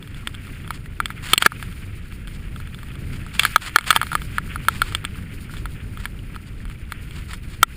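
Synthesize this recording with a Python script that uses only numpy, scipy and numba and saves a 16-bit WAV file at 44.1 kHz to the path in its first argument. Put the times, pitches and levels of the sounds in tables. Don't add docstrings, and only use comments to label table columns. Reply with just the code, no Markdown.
import sys
import numpy as np
from scipy import signal
from scipy.fft import rfft, irfft, next_fast_len
from scipy.io import wavfile
from scipy.ndimage import uniform_filter1d, minimum_filter1d, map_coordinates
from numba import njit

SR = 44100
rng = np.random.default_rng(int(sys.argv[2]) if len(sys.argv) > 2 else 0)


def dump(signal):
    limited = np.clip(np.atleast_2d(signal).T, -1, 1)
    pcm = np.round(limited * 32767).astype(np.int16)
    wavfile.write(sys.argv[1], SR, pcm)


N = 342216
TIME = np.arange(N) / SR

# start in seconds, level in dB, hardness in dB (treble against body),
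# skid (strength of the chatter after the first touch).
BLOWS = [(0.2733, -21.5, 11, 0.053), (0.3492, -35.5, 4, 0.047), (0.7065, -21.5, -18, 0.059),
         (1.0024, -14, -15, 0.081), (1.0576, -20.5, 9, 0.05), (1.1041, -27, -16, .06), (1.334, 1, 0, 0.16),
         (1.3787, -3, 7, 0.09), (1.4238, -7.5, -1.5, 0.052), (1.4617, 8.5, -14, 0.051),
         (1.52, -24, -26, 0.036), (1.627, -28.5, -6.5, 0.046), (2.6017, -37, -8, 0.066),
         (3.2647, -36.5, -8, 0.073), (3.3951, -5.5, 14, 0.13), (3.434, -15, 0, 0.4),
         (3.4516, -8.5, -10, 0.074), (3.5604, 1, -8, 0.096), (3.76, 3.5, -11.5, 0.067),
         (3.7865, -7.5, -5, 0.073), (3.9056, 0.5, 4, 0.13), (3.911, -8, -4, 0.18), (3.9286, -12, -5, 0.1),
         (3.9543, -22, -18, 0.12), (3.9625, -5, -6.5, 0.14), (3.972, -18, -17, 0.11),
         (4.015, -13.5, -9.5, .06), (4.03, -20, -11, 0.049), (4.1176, -21.5, -20, 0.11),
         (4.131, -22, -19, 0.043), (4.1529, -12, -10.5, 0.067), (4.383, -14, -12.5, 0.061),
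         (4.559, -22, -20, 0.037), (4.6845, -7, -11.5, 0.07), (4.8185, -9.5, -12, 0.072),
         (4.9233, -33, -9, .06), (4.9497, -16, 12, 0.033), (5.043, -32, -11, 0.055),
         (5.0506, -21, 11, 0.069), (5.538, -34.5, -22, 0.25), (5.6565, -27, -13, 0.053),
         (5.9736, -34, -10, .1), (6.0556, -22.5, -9, 0.075), (6.362, -31.5, -12, 0.058),
         (6.9218, -24.5, -6, 0.025), (7.333, -32, -7, 0.35), (7.6299, 4, -9, 0.13)]
# frequency in Hz, gain in dB.
CASE_WALL = [(300, -14.5), (800, -7), (1350, 0), (3300, 0), (4000, -10.5), (5200, -13), (6000, -21),
             (6900, -8), (9500, -8), (10700, -15), (11400, -23), (12700, -23.5), (13400, -8), (15300, -12),
             (15800, -36.5)]


def blow(db, hardness_db, skid):
    # frequency in Hz, width in Hz, level in dB.
    case_modes = [(173, 88, -7), (389, 126, -8), (720, 150, -12), (925, 90, -5.5), (1260, 110, 1),
                  (1384, 110, 0), (1680, 140, -4), (1950, 60, -10), (2240, 100, -4.5), (2780, 220, -13),
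                  (3210, 160, -7), (3500, 100, -3), (4230, 150, -1.5), (4880, 400, -11), (7700, 160, -10),
                  (8500, 110, -8), (8786, 160, -6), (9720, 200, -11.5), (10300, 170, -4.5),
                  (10670, 170, -2), (13350, 190, -7.5), (14200, 260, -13), (15100, 260, -8)]
    # frequency in Hz, gain in dB per dB of hardness.
    hardness_tilt = [(500, 0.33), (950, 0), (1400, 0), (2200, 0.46), (2800, 1.09), (3400, 0.96),
                     (4300, 0.47), (8700, 0.87), (10600, -0.02), (14000, 0.3)]
    hz = np.fft.rfftfreq(2048, 1 / SR)
    centre, width, mode_db = np.transpose(case_modes)[:, :, None]
    strength, detune = rng.standard_normal((2, len(centre), 1))
    off_centre = 2 * (hz - centre - 24 * detune) / width
    mode_power = amp(mode_db + 2.56 * strength) ** 2 / (1 + off_centre ** 2)
    shove_db = 1.46 * np.clip(db - 0.5, 0, 7) / (1 + (hz / 750) ** 4)
    colour_db = along(CASE_WALL, hz) + (hardness_db + 2.0) * along(hardness_tilt, hz) + shove_db
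    ring = minimum_phase(np.sqrt(mode_power.sum(0)) * amp(colour_db))
    t = np.arange(len(ring)) / SR
    skid_t60_s = 0.012
    force = skid * rng.standard_normal(len(t)) * amp(-60 * t / skid_t60_s)
    force[0] = 1
    knock = signal.fftconvolve(ring, force)[:len(t)]
    attack_rms = np.sqrt(np.mean(knock[:SR // 200] ** 2))
    return amp(db + 0.4) * knock / attack_rms


def knocks(ground_db, taps):
    track = np.zeros(N)
    for start, db, hardness_db, skid in BLOWS:
        add(track, start, blow(db, hardness_db, skid))
    for at, (size, hardness) in zip(rng.integers(0, N, taps), rng.uniform(-1.1, 1, (taps, 2))):
        tap_db = ground_db[at] + 8 + 4.7 * size
        add(track, at / SR, blow(tap_db, hardness_db=0.5 + 6 * hardness, skid=0.08))
    return track


def rubs(ground_db):
    # start in seconds, end in seconds, level in dB.
    strokes = [(0.096, 0.285, -57), (0.737, 0.778, -41.5), (1.227, 1.354, -35), (1.401, 1.436, -26.5),
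               (1.447, 1.474, -18.5), (2.327, 2.37, -48), (3.124, 3.18, -43.5), (3.332, 3.375, -36.5),
               (3.379, 3.484, -29), (3.61, 3.693, -34), (3.862, 3.902, -27.5), (3.905, 3.987, -31),
               (4.114, 4.16, -41), (4.686, 4.98, -43.5), (5.504, 5.612, -46.5), (5.96, 6.086, -45.5),
               (6.455, 6.496, -50.5), (6.718, 6.728, -43.5), (7.125, 7.223, -46.5), (7.28, 7.361, -40),
               (7.432, 7.447, -46), (7.478, 7.578, -50)]
    pressure = amp(ground_db - 18 + 6 * wobble(16))
    for start, end, db in strokes:
        phase = np.linspace(0, np.pi, max(int((end - start) * SR), 2))
        add(pressure, start, amp(db) * np.abs(np.sin(phase)) ** 0.35)
    pressure = uniform_filter1d(pressure, size=500)
    for start, db, hardness_db, _ in BLOWS:
        scuff_db = min(db, 0) - 17.5 + 0.29 * hardness_db
        add(pressure, start - 0.003, amp(scuff_db) * np.hanning(SR // 100))
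    # frequency in Hz, level in dB.
    webbing_tone = [(300, -3), (1000, 5.5), (1800, 6.5), (3200, 4), (4500, 12.5), (6000, 4.5), (7500, 3),
                    (10000, 3.5), (15000, -2.5)]
    slips = through_wall(grains(per_second=4300, spread_db=2.5), webbing_tone)
    clumps = amp(2.6 * wobble(70) + 1.4 * wobble(300))
    return clumps * pressure * slips


def tyres(ground_db):
    # frequency in Hz, level in dB.
    grit_tone = [(300, -13), (700, -7), (1050, -12), (1350, 2), (1750, -0.5), (2400, 3), (3400, -6),
                 (4500, 1), (8000, -9.5), (9500, 0), (15000, -4)]
    split_hz = 3600
    load = amp(0.48 * wobble(25))
    crunch = unit(filtered(grains(per_second=3500, spread_db=1.0), lambda hz: hz < split_hz))
    fizz = unit(filtered(grains(per_second=5000, spread_db=4.5), lambda hz: hz >= split_hz))
    grit = crunch * amp(2.8 * wobble(60)) + fizz * amp(7 + 2.3 * wobble(35))
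    return amp(ground_db + 0.34) * through_wall(grit * load, grit_tone)


def stone_ping(hz, cycles):
    t = np.arange(SR // 25) / SR
    upper_hz = hz * rng.uniform(1.097, 1.1)
    tone = np.sin(2 * np.pi * hz * t) + 0.43 * np.sin(2 * np.pi * upper_hz * t)
    attack = 1 - np.exp(-t / 0.00023)
    return tone * attack * amp(-60 * t * hz / cycles)


def pebbles(ground_db, count):
    track = np.zeros(N)
    for at, (pitch, size) in zip(rng.integers(0, N, count), rng.standard_normal((count, 2))):
        hz = np.clip(2000 * np.exp(0.3 * pitch), 1150, 3600)
        click_db = ground_db[at] + 1.7 + 4.2 * min(size, 2)
        add(track, at / SR, amp(click_db) * stone_ping(hz, cycles=32))
    return track


def flicked_stones(count):
    track = np.zeros(N)
    for at, (pitch, size) in zip(rng.integers(0, N, count), rng.standard_normal((count, 2))):
        hz = 2090 * np.exp(0.197 * pitch)
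        add(track, at / SR, amp(-36.5 + 2.5 * size) * stone_ping(hz, cycles=51))
    return track


def eddies(level_db, spectrum, gust_db):
    rumble = unit(filtered(rng.standard_normal(N), lambda hz: amp(along(spectrum, hz))))
    gusts = amp(gust_db * wobble(22))
    return amp(level_db) * unit(rumble * gusts)


def wind():
    # frequency in Hz, level in dB.
    buffet_tone = [(12, -14.5), (28, -2), (45, -3.5), (70, -7), (110, -21), (250, -46), (1000, -90)]
    rush_tone = [(25, -6.5), (55, -9), (85, 1.5), (130, -1), (200, -7), (300, -14), (450, -22.5),
                 (700, -34), (1200, -35), (4000, -63)]
    # time in seconds, level in dB.
    buffet_levels = [(0.0, -50), (0.15, -37), (1.25, -39), (3.54, -35), (3.59, -43), (4.58, -33.5),
                     (4.65, -47), (4.77, -32.5), (5.21, -39.5), (5.71, -32), (6.33, -40), (6.68, -33.5),
                     (7.59, -37.5), (7.76, -37)]
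    rush_levels = [(0.0, -40), (1.23, -39), (1.4, -40), (2.25, -41), (2.48, -37.5), (2.83, -39.5),
                   (3.13, -35), (3.8, -43.5), (3.98, -38.5), (4.15, -36.5), (5.27, -37), (5.42, -37.5),
                   (7.43, -40.5), (7.76, -39.5)]
    buffet = eddies(curve(buffet_levels) + 1.24, buffet_tone, gust_db=1.0)
    rush = eddies(curve(rush_levels) + 3.5, rush_tone, gust_db=1.16)
    return buffet + rush


def through_wall(x, spectrum):
    return unit(filtered(x, lambda hz: amp(along(spectrum, hz) + along(CASE_WALL, hz))))


def grains(per_second, spread_db):
    hits = rng.random(N) < per_second / SR
    size = np.clip(rng.standard_normal(N), -2.5, 2.5)
    return unit(hits * amp(spread_db * size) * rng.choice([-1, 1], N))


def minimum_phase(magnitude):
    cepstrum = irfft(np.log(np.maximum(magnitude, 1e-6)))
    half = len(cepstrum) // 2
    cepstrum[1:half] *= 2
    cepstrum[half + 1:] = 0
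    return irfft(np.exp(rfft(cepstrum)))


def filtered(x, gain):
    size = next_fast_len(len(x) + SR // 4)
    hz = np.fft.rfftfreq(size, 1 / SR)
    return irfft(rfft(x, size) * gain(hz), size)[:len(x)]


def amp(db):
    return 10 ** (np.asarray(db) / 20)


def unit(x):
    return x / np.sqrt(np.mean(x ** 2) + 1e-20)


def along(points, hz):
    knots_hz, values = np.transpose(points)
    return np.interp(np.log(hz + 1), np.log(knots_hz), values)


def curve(points):
    return np.interp(TIME, *np.transpose(points))


def wobble(rate):
    return map_coordinates(rng.standard_normal(int(N * rate / SR) + 4), [TIME * rate])


def add(track, start_s, sound):
    span = track[int(start_s * SR):][:len(sound)]
    span += sound[:len(span)]


def scene():
    # time in seconds, level in dB.
    tyre_bite = [(0.0, -49.5), (0.65, -46.5), (0.84, -50.5), (1.02, -50), (1.42, -40), (2.01, -49.5),
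                 (3.41, -46), (3.52, -35), (3.57, -45), (3.69, -41.5), (4.02, -40), (4.3, -44.5),
                 (4.84, -44), (5.06, -46.5), (6.59, -51.5), (7.2, -47), (7.54, -51), (7.76, -45)]
    ground_db = curve(tyre_bite)
    case = knocks(ground_db, taps=50) + rubs(ground_db)
    air = wind()
    gravel = tyres(ground_db) + pebbles(ground_db, count=900) + flicked_stones(count=16)
    return (case + gravel + air)[None]


@njit
def follow(target, attack, release):
    gains, gain = np.empty(len(target)), 1.
    for i in range(len(target)):
        gain += (target[i] - gain) * (attack if target[i] < gain else release)
        gains[i] = gain
    return gains


def gain_control(x, threshold, hold_s, attack_s, release_s):
    target = 1 / np.maximum(1, np.abs(x) / threshold)
    hold = max(int(hold_s * SR), 2)
    held = minimum_filter1d(target, hold, origin=(hold - 1) // 2)
    return x * follow(held, 1 / (attack_s * SR), 1 / (release_s * SR))


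def record(dry):
    ducked = gain_control(dry[0], threshold=1.8, hold_s=0.03, attack_s=0.0059, release_s=0.031)
    saturated = ducked / (1 + np.abs(ducked) ** 8) ** (1 / 8)
    top_hz = 16200
    return filtered(saturated, lambda hz: 1 / (1 + (hz / top_hz) ** 120))[None]


dry = scene()
out = record(dry)
dump(out)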